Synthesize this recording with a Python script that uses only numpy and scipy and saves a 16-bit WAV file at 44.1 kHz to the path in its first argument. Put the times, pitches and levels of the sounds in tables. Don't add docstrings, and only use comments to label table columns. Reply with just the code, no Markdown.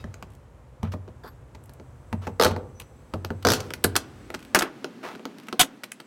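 import sys
import numpy as np
from scipy import signal
from scipy.fft import rfft, irfft, next_fast_len
from scipy.io import wavfile
from scipy.ndimage import map_coordinates

SR = 44100
rng = np.random.default_rng(int(sys.argv[2]) if len(sys.argv) > 2 else 0)


def inscribe(sig):
    pcm = np.round(np.clip(np.atleast_2d(sig).T, -1, 1) * 32767)
    wavfile.write(sys.argv[1], SR, pcm.astype(np.int16))


N = 267466
CLOCK_S = np.arange(N) / SR
T = np.arange(SR * 3 // 5) / SR


def amp(db):
    return 10 ** (np.asarray(db) / 20)


def unit(x):
    return x / np.sqrt(np.mean(x ** 2) + 1e-20)


def punch(x):
    return x / np.sqrt(np.mean(x[:SR // 100] ** 2) + 1e-20)


def along(points, hz):
    point_hz, value = np.transpose(points)
    return np.interp(np.log(hz + 1), np.log(point_hz), value)


def near(hz, centre_hz, octaves):
    return np.exp(-.5 * (np.log2((hz + 1) / centre_hz) / octaves) ** 2)


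def fade(t60_s):
    return np.exp(-np.log(1000) * T / max(t60_s, 1e-3))


def add(track, start_s, x):
    part = track[max(round(start_s * SR), 0):][:len(x)]
    part += x[:len(part)]


def colour(x, points, peak_hz=1000, peak_db=0):
    m = 2 * next_fast_len(len(x) // 2 + 2048)
    hz = np.fft.rfftfreq(m, 1 / SR)
    gain_db = along(points, hz) + peak_db * near(hz, peak_hz, octaves=0.32)
    cepstrum = irfft(np.log(amp(gain_db)), m)
    cepstrum[1:m // 2] *= 2
    cepstrum[m // 2 + 1:] = 0
    return irfft(rfft(x, m) * np.exp(rfft(cepstrum)), m)[:len(x)]


def wobble(rate_hz, size):
    knots = rng.standard_normal(size // 8)
    return map_coordinates(knots, [np.arange(size) * rate_hz / SR], mode="mirror")


def ring(modes, scatter_db, detune):
    out = np.zeros(len(T))
    for hz, db, t60_s in modes:
        strength, pitch, sign = rng.standard_normal(3)
        tone = np.sin(2 * np.pi * hz * (1 + detune * pitch) * T)
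        out += np.sign(sign) * amp(db + scatter_db * strength) * fade(t60_s) * tone
    return out


def fibres(size, clump_db):
    return unit(rng.standard_normal(size) * amp(clump_db * wobble(1532, size)))


# (frequency [Hz], relative density [dB])
OPEN_SPECTRUM = [(15, -44), (25, -57), (55, -4), (80, -7), (130, -6), (195, -24.5), (416, -24.5),
                 (503, -21), (659, -27), (1020, -29), (1940, -39.5), (2350, -43), (4610, -53.5),
                 (7510, -49.5), (16000, -63)]
# (frequency [Hz], relative density [dB])
CORNER_SPECTRUM = [(24, -83.5), (40, -63), (133, -10), (194, -5.5), (237, 1), (491, -12.5), (751, -18),
                   (896, -18.5), (990, -17), (1760, -21), (2050, -22), (5440, -32.5), (16000, -48)]
# (frequency [Hz], relative density [dB])
SIZZLE_SPECTRUM = [(5500, -14.5), (6150, 1), (6500, -11), (7250, -11.5), (7420, -5), (7580, -8), (7740, 11),
                   (8020, -25), (8400, 4), (8750, -10), (9400, -5), (11000, -14)]
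# (time [s], open rumble level [dB], corner level [dB], sizzle level [dB])
AIR_LEVELS = [(0, -44.5, -58, -92.5), (.5, -49, -64, -104), (2, -47, -64.5, -74.5), (3, -48.5, -60, -71.5),
              (4.1, -48, -48.5, -71), (4.5, -53.5, -49, -67), (4.75, -82, -46.5, -91),
              (5.4, -85, -47.5, -87), (6.06, -105, -52.5, -71)]


def air():
    times_s, *levels_db = np.transpose(AIR_LEVELS)
    out = np.zeros(N)
    for spectrum, db in zip((OPEN_SPECTRUM, CORNER_SPECTRUM, SIZZLE_SPECTRUM), levels_db):
        bed = unit(colour(rng.standard_normal(N), spectrum))
        out += bed * amp(np.interp(CLOCK_S, times_s, db) + 0.37 * wobble(20.0, N))
    return out


def splinters(rate_hz):
    chance, size = rng.random(len(T)), rng.standard_normal(len(T))
    return unit(size * (chance < rate_hz / SR))


# (frequency [Hz], relative level [dB], t60 [s])
FRAME_MODES = [(229, 8, 0.17), (265.8, 4, 0.54), (288, -15, 0.53), (356.3, 13.5, 0.11), (402, 0.5, 0.29),
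               (457, -8, 0.23), (497, 17, 0.08), (617, 13.5, 0.12), (600, -24.5, 0.067), (726, -31.5, 0.17)]
# (frequency [Hz], relative level [dB], t60 [s])
TRIM_MODES = [(745, 9, 0.028), (868.5, 10.5, 0.05), (940, 3.5, 0.093), (967, -19, 0.017),
              (1184, -1.5, 0.14), (1305, -3.5, 0.054), (1420, 7, .026), (1496, -4, 0.039),
              (1530, 11.5, 0.014), (1670, 12.5, 0.013), (1910, -3, .03), (2064, -4.5, .07)]
# (frequency [Hz], relative density [dB])
RUB_SPECTRUM = [(40, -81), (150, -33.5), (350, 10.5), (700, 6.5), (1300, 8.5), (1700, 2.5), (2300, 0),
                (4000, -11.5), (9000, -81)]
# (frequency [Hz], relative density [dB])
GRIT_SPECTRUM = [(1200, -43), (2500, 4), (5500, 10.5), (7500, 2), (12000, -2), (16000, -5)]
# (start [s], length [s], level [dB], grit re body [dB])
SCRAPES = [(0, 0.037, -60.5, -2), (0.826, 0.081, -44.5, -22), (0.918, 0.03, -43.5, -6.5),
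           (2.215, 0.1, -47, -12), (2.464, 0.036, -41, 2), (3.49, 0.1, -42, 9.5), (3.554, 0.2, -48, -6.5),
           (4.604, 0.094, -32, -30), (5.028, 0.12, -36.5, -15.5), (5.105, 0.072, -46, -14.5)]


def scrapes():
    out = np.zeros(N)
    for start_s, length_s, db, grit_db in SCRAPES:
        stroke = np.abs(np.sin(np.pi * np.clip(T / length_s, 0, 1) ** 0.43))
        grains = fibres(len(T), clump_db=-1.0) + 0.49 * splinters(rate_hz=240)
        modes = ring(list(FRAME_MODES) + list(TRIM_MODES), scatter_db=-5.0, detune=.005)
        wood = signal.fftconvolve(grains, modes * fade(.15))[:len(T)]
        body = unit(unit(colour(grains, RUB_SPECTRUM)) + 0.35 * unit(wood))
        grit = amp(grit_db) * unit(colour(grains, GRIT_SPECTRUM))
        add(out, start_s, amp(db) * stroke * (body + grit))
    return out


# (frequency [Hz], relative level [dB], t60 [s])
STEEL_MODES = [(2600, 12, 0.15), (3800, 11, 0.2), (5000, 2, 0.32), (13400, -22, 0.22)]
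# (frequency [Hz], relative density [dB])
SQUEAK_SPECTRUM = [(400, -16), (900, 8), (1230, 9), (1700, 3), (2200, -11), (3000, -19), (3500, -6),
                   (3950, -14), (4600, -3), (5600, -21), (11300, -22), (12200, -21), (13200, -21)]
# (start [s], length [s], level [dB])
SKIDS = [(1.236, 0.036, -46), (1.276, 0.016, -46.5)]


def steel():
    out = np.zeros(N)
    add(out, 0, amp(-59) * punch(ring(STEEL_MODES, scatter_db=1, detune=.002)))
    for start_s, length_s, db in SKIDS:
        stutter = amp(3 * wobble(226, len(T))) * (T < length_s)
        squeak = unit(colour(rng.standard_normal(len(T)) * stutter, SQUEAK_SPECTRUM))
        add(out, start_s, amp(db) * np.sqrt(length_s / T[-1]) * squeak)
    return out


# (time [s], frame pitch [Hz], trim pitch [Hz], coupling to the door [dB])
RESPONSES = [(0.05, 231, 1470, 4), (0.9, 209, 1026, 0), (2.27, 225, 870, 1), (2.41, 510, 1220, -7),
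             (2.46, 500, 1170, 6), (2.56, 360, 776, 0), (3.14, 403, 1440, -4.5), (3.85, 370, 1440, 11.5),
             (3.971, 327, 1340, -22), (4.551, 300, 1460, -64), (5.4, 255, 1400, -50)]


def response(time_s):
    times_s, *columns = np.transpose(RESPONSES)
    return [np.interp(time_s, times_s, column) for column in columns]


def favour(modes, centre_hz):
    return [(hz, db + 11 * near(hz, centre_hz, octaves=0.22), t60_s) for hz, db, t60_s in modes]


# (frequency [Hz], relative density [dB])
CRACK_SPECTRUM = [(900, -26.5), (1700, 2.5), (2300, 4), (3200, 1.5), (4500, 0), (6100, -2), (7500, -11.5),
                  (11000, -31)]
# (frequency [Hz], relative density [dB])
EDGE_SPECTRUM = [(4000, -46.5), (6500, -2.5), (8000, 5.5), (10500, 7), (13000, 5.5), (16000, -5.5)]
# (frequency [Hz], relative density [dB])
THUD_SPECTRUM = [(50, -63.5), (130, -7.5), (230, 2.5), (500, -0.5), (750, -5.5), (1100, -13.5), (3000, -46)]


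def contact(crack_db, edge_db, trim_db, frame_db, t60_s, trim_hz, crack_hz, frame_hz, rise_s, clump_db, snap):
    envelope = (fade(t60_s) + snap * fade(0.003)) * (1 - np.exp(-T / rise_s))
    burst = fibres(len(T), clump_db) * envelope
    crack = punch(colour(burst, CRACK_SPECTRUM, crack_hz, peak_db=6.5))
    edge = punch(colour(burst, EDGE_SPECTRUM, crack_hz, peak_db=14.0))
    strip = ring(favour(TRIM_MODES, trim_hz), scatter_db=4.5, detune=0.009) * fade(.12)
    rub = colour(burst, RUB_SPECTRUM, trim_hz, peak_db=9.5)
    clack = punch(punch(strip) + punch(rub))
    wall = colour(rng.standard_normal(len(T)) * fade(0.14), THUD_SPECTRUM, frame_hz, peak_db=5)
    frame = ring(favour(FRAME_MODES, frame_hz), scatter_db=0.5, detune=0.005) * fade(0.45)
    knock = (punch(frame) + punch(wall)) * (1 - np.exp(-T / 0.00056))
    knock = knock / np.std(knock[:SR // 40])
    return amp(crack_db) * crack + amp(edge_db) * edge + amp(trim_db) * clack + amp(frame_db) * knock


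LAYER_HZ, PIVOT_HZ = (3200, 9000, 1200, 350), 1800


def strike(level_db, time_s, hardness_db_oct, mix_db, t60_s, crack_hz, rise_s, clump_db, snap):
    frame_hz, trim_hz, _ = response(time_s)
    tilt_db = hardness_db_oct * np.log2(np.array(LAYER_HZ) / PIVOT_HZ)
    layers_db = level_db + np.array(mix_db) + tilt_db
    return contact(*layers_db, t60_s, trim_hz, crack_hz, frame_hz, rise_s, clump_db, snap)


# (frequency [Hz], relative level [dB], t60 [s])
DOOR_MODES = [(80, -8, 0.2), (92.75, -0.5, 0.36), (108, -6, 0.26), (138.4, -13, 0.31), (163.4, -1.5, 0.11),
              (222, 0.5, 0.14)]


def boom():
    detune = 1 + 0.012 * rng.standard_normal()
    panel = np.zeros(len(T))
    for hz, db, t60_s in DOOR_MODES:
        phase_rad = rng.normal(0, 0.73)
        panel += amp(db) * fade(t60_s) * np.sin(2 * np.pi * hz * detune * T + phase_rad)
    panel = panel * (1 - np.exp(-T / 0.009))
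    return panel / np.max(np.abs(panel))


def shake(time_s, db):
    return amp(db + response(time_s)[2]) * boom()


# (time [s], level before mix [dB], hardness [dB/octave], door push re level, before coupling [dB])
KNOCKS = [(0.0414, -43.5, 0, 10.5), (0.2254, -39.5, 3.2, -5.5), (0.83, -36.5, 2.3, 19.5),
          (0.9372, -41.5, -1.5, 14), (2.128, -31.5, 1.2, 11), (2.2693, -32.5, 0.3, 2),
          (2.4528, -23, 0.5, 2.5), (2.4621, -23, 0.5, -23), (2.5099, -34.5, 2, 11), (2.563, -36.5, -1, -4),
          (3.1371, -32, 0.6, 12.5), (3.2468, -32, 4.8, 1.5), (3.3038, -36.5, -1.1, 15)]
KNOCK_MIX_DB = (-9.5, -24.5, 1, 1)


def knocks():
    out = np.zeros(N)
    for time_s, db, hardness, push_db in KNOCKS:
        blow = strike(db, time_s, hardness, KNOCK_MIX_DB, t60_s=0.019, crack_hz=2800,
                      rise_s=0.00053, clump_db=11.5, snap=0.6)
        add(out, time_s, blow + shake(time_s, db + push_db))
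    return out


# (start [s], length [s], mean level before mix [dB], hardness [dB/octave])
STRAINS = [(0.298, 0.055, -76, 9), (1.624, 0.12, -83, 15.5), (2.8, 0.022, -56, 2.5),
           (4.374, 0.078, -56, 3.5), (5.362, .11, -56.5, 3.5)]
STRAIN_SCATTER_DB = 3


def strained(count):
    out = []
    for start_s, length_s, mean_db, hardness in STRAINS:
        for k in range(count):
            time_s = start_s + length_s * (k + rng.random()) / count
            db = mean_db + STRAIN_SCATTER_DB * rng.standard_normal()
            out.append((time_s, db, hardness, .014, 2700))
    return out


# (time [s], level before mix [dB], hardness [dB/octave], crack t60 [s], crack pitch [Hz])
TICKS = [(0.1402, -49, 2, 0.019, 6600), (1.0782, -55, -5.5, 0.028, 2850), (1.2426, -60.5, -8, 0.015, 4640),
         (1.5487, -50.5, -1, 0.023, 2220), (1.6942, -55.5, -1.5, .014, 2340),
         (1.7983, -55, -5, 0.022, 4740), (2.798, -48, 7, 0.013, 2710), (3.4246, -50.5, 3, 0.018, 3400),
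         (3.6037, -39.5, 3, .011, 5100), (3.704, -39, 0, 0.042, 2950), (3.7368, -35.5, 4, 0.0088, 3960),
         (4.3028, -41, -0.5, 0.0032, 2230), (4.341, -34.5, 0, 0.041, 2220),
         (4.844, -35.5, -1.3, 0.017, 4280), (5.1508, -46, -1.5, .03, 2620),
         (5.1932, -51, -2.5, 0.019, 2600), (5.254, -37.5, -1.5, 0.007, 2560),
         (5.4844, -40.5, 0.5, 0.016, 2500), (5.527, -34.5, -1.5, 0.021, 2800),
         (5.6313, -32, 0, 0.013, 6400), (5.8353, -38, 3, 0.018, 2400), (5.9185, -43.5, 7, 0.0057, 7440),
         (6.0001, -45, 1, .026, 2800)]
TICK_MIX_DB = (-0.5, -13, 1, -2.5)


def ticks():
    out = np.zeros(N)
    for time_s, db, hardness, t60_s, crack_hz in list(TICKS) + strained(count=4):
        tap = strike(db, time_s, hardness, TICK_MIX_DB, t60_s, crack_hz,
                     rise_s=0.0013, clump_db=8.5, snap=1.9)
        add(out, time_s, tap)
    return out


# (time [s], peak level [dB], pitch [Hz], t60 [s])
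PINGS = [(1.273, -56, 12260, 0.13), (2.745, -60.5, 5955, 0.38)]


def pings():
    out = np.zeros(N)
    for time_s, db, hz, t60_s in PINGS:
        tone = fade(t60_s) * (1 - fade(.4 * t60_s)) * np.sin(2 * np.pi * hz * T)
        add(out, time_s, amp(db) * tone / np.max(np.abs(tone)))
    return out


# (start [s], length [s], gap [s], first level before mix [dB],
# loss a jerk [dB], door push re level, before coupling [dB], crack pitch [Hz])
NAIL_PULLS = [(2.3976, .058, .0117, -22.5, 0.2, -11, 3980), (3.4498, .099, .0165, -21.5, 1, -3.5, 4980)]
JERK_MIX_DB = (-3, -12, 1.5, -1.5)
FIRST_STICK_GAPS = .19
FIRST_DULL_DB_OCT, SHARPEN_DB_OCT = -1.5, 0.72


def pulls():
    out = np.zeros(N)
    for start_s, length_s, gap_s, first_db, loss_db, push_db, crack_hz in NAIL_PULLS:
        for k in range(round(length_s / gap_s)):
            time_s = start_s + gap_s * (k + FIRST_STICK_GAPS * (k > 0))
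            db = first_db - loss_db * k
            hardness = SHARPEN_DB_OCT * k + FIRST_DULL_DB_OCT * (k == 0)
            jerk = strike(db, time_s, hardness, JERK_MIX_DB, t60_s=0.014, crack_hz=crack_hz,
                          rise_s=0.0011, clump_db=2.0, snap=1.6)
            add(out, time_s, jerk + shake(time_s, db + push_db))
    return out


# (time [s], level before mix [dB], hardness [dB/octave], crack t60 [s], crack pitch [Hz])
SPLITS = [(3.8402, -30, 7, 0.019, 10400), (3.8437, -24, -4.5, 0.033, 5000), (3.9547, -28, -2, 0.012, 4400),
          (3.9624, -22, 2.5, 0.025, 3800), (4.5469, -16.5, 0.5, 0.037, 2210),
          (4.558, -22, -3.5, 0.067, 2560), (4.5888, -27.5, 3, 0.028, 5370),
          (4.609, -31.5, -1.5, 0.0077, 2700), (4.621, -25.5, -1.5, 0.037, 3160)]
SPLIT_MIX_DB = (0, -6.5, 1, -9)


def splits(push_db):
    out = np.zeros(N)
    for time_s, db, hardness, t60_s, crack_hz in SPLITS:
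        fracture = strike(db, time_s, hardness, SPLIT_MIX_DB, t60_s, crack_hz,
                          rise_s=0.00089, clump_db=5.0, snap=.18)
        add(out, time_s, fracture + shake(time_s, db + push_db))
    return out


# (frequency [Hz], relative level [dB], t60 [s])
NAIL_MODES = [(300, -12.5, .03), (709, 0, 0.057), (1057, 6.5, 0.022), (1490, 0, .012), (2700, 13.5, 0.01),
              (3040, 13.5, 0.0085), (3277, 9, .02), (3620, 7.5, 0.015), (4260, -0.5, .02),
              (9550, -1.5, 0.017), (13100, 8, 0.016)]
# (frequency [Hz], relative density [dB])
RASP_SPECTRUM = [(40, -24), (100, -18), (150, 9.5), (200, -8.5), (300, 5), (500, -8.5), (1100, 1.5),
                 (2000, -0.5), (3200, 3.5), (5000, 0), (10000, 1), (13000, -8.5), (16000, -14.5)]
# (time [s], level [dB], mean slip rate [Hz])
SCREECH_PULL = [(5.592, -70, 620), (5.5945, -11.5, 736), (5.605, -10, 744), (5.614, -12.5, 910),
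                (5.616, -12, 640), (5.627, -22.5, 1000), (5.635, -49, 790), (5.654, -43, 910)]


def screech(jitter, rasp_db):
    times_s, levels_db, rates_hz = np.transpose(SCREECH_PULL)
    now_s = T + times_s[0]
    rate_hz = np.interp(now_s, times_s, rates_hz) * (1 + jitter * wobble(700, len(T)))
    turns = np.cumsum(rate_hz) / SR
    slips = np.diff(np.floor(turns), prepend=-1) * amp(2 * rng.standard_normal(len(T)))
    tone = signal.fftconvolve(slips, ring(NAIL_MODES, scatter_db=2, detune=.002))[:len(T)]
    tone = tone / np.std(tone[T < times_s[-1] - times_s[0]])
    rasp = amp(rasp_db) * unit(colour(fibres(len(T), clump_db=5.0), RASP_SPECTRUM))
    level = amp(np.interp(now_s, times_s, levels_db, right=-120))
    out = np.zeros(N)
    add(out, times_s[0], level * (tone + rasp) / np.hypot(1, amp(rasp_db)))
    return out


# (frequency [Hz], t60 [s])
EAVE_T60 = [(100, 1), (400, 0.76), (1500, 0.36), (5000, 0.25), (15000, 0.11)]


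def eave(x, echo_db, early_db, tail_db):
    hz, frame_s, z = signal.stft(rng.standard_normal(len(T)), SR, nperseg=256)
    decay = np.exp(-np.log(1000) * frame_s / along(EAVE_T60, hz)[:, None])
    tail = signal.istft(z * decay, SR, nperseg=256)[1][:len(T)]
    early = rng.standard_normal(len(T)) * fade(0.086)
    slap = colour(1. * (T == 0), [(2000, -11), (5000, 7.0), (6500, 2.5), (9000, -11)])
    answer = np.zeros(len(T))
    add(answer, .003, amp(early_db) * early / np.linalg.norm(early))
    add(answer, .012, amp(tail_db) * tail / np.linalg.norm(tail))
    add(answer, .0072, amp(echo_db) * slap)
    return x + signal.fftconvolve(x, answer)[:N]


def scene():
    work = knocks() + splits(push_db=-9) + ticks() + steel() + pings() + scrapes()
    work = eave(work, echo_db=-31, early_db=-11, tail_db=-21)
    jerks = eave(pulls(), echo_db=-11, early_db=-8.5, tail_db=-13.0)
    squeal = eave(screech(jitter=0.022, rasp_db=0.5), echo_db=-24.0, early_db=-12.0, tail_db=-35)
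    return (work + jerks + squeal + air())[None]


TOP_HZ = 16100


def record(dry):
    rounded = dry / (1 + np.abs(dry / .55) ** 6) ** (1 / 6)
    m = next_fast_len(N + SR // 2)
    band = np.fft.rfftfreq(m, 1 / SR) < TOP_HZ
    return irfft(rfft(rounded, m) * band, m)[..., :N]


dry = scene()
out = record(dry)
inscribe(out)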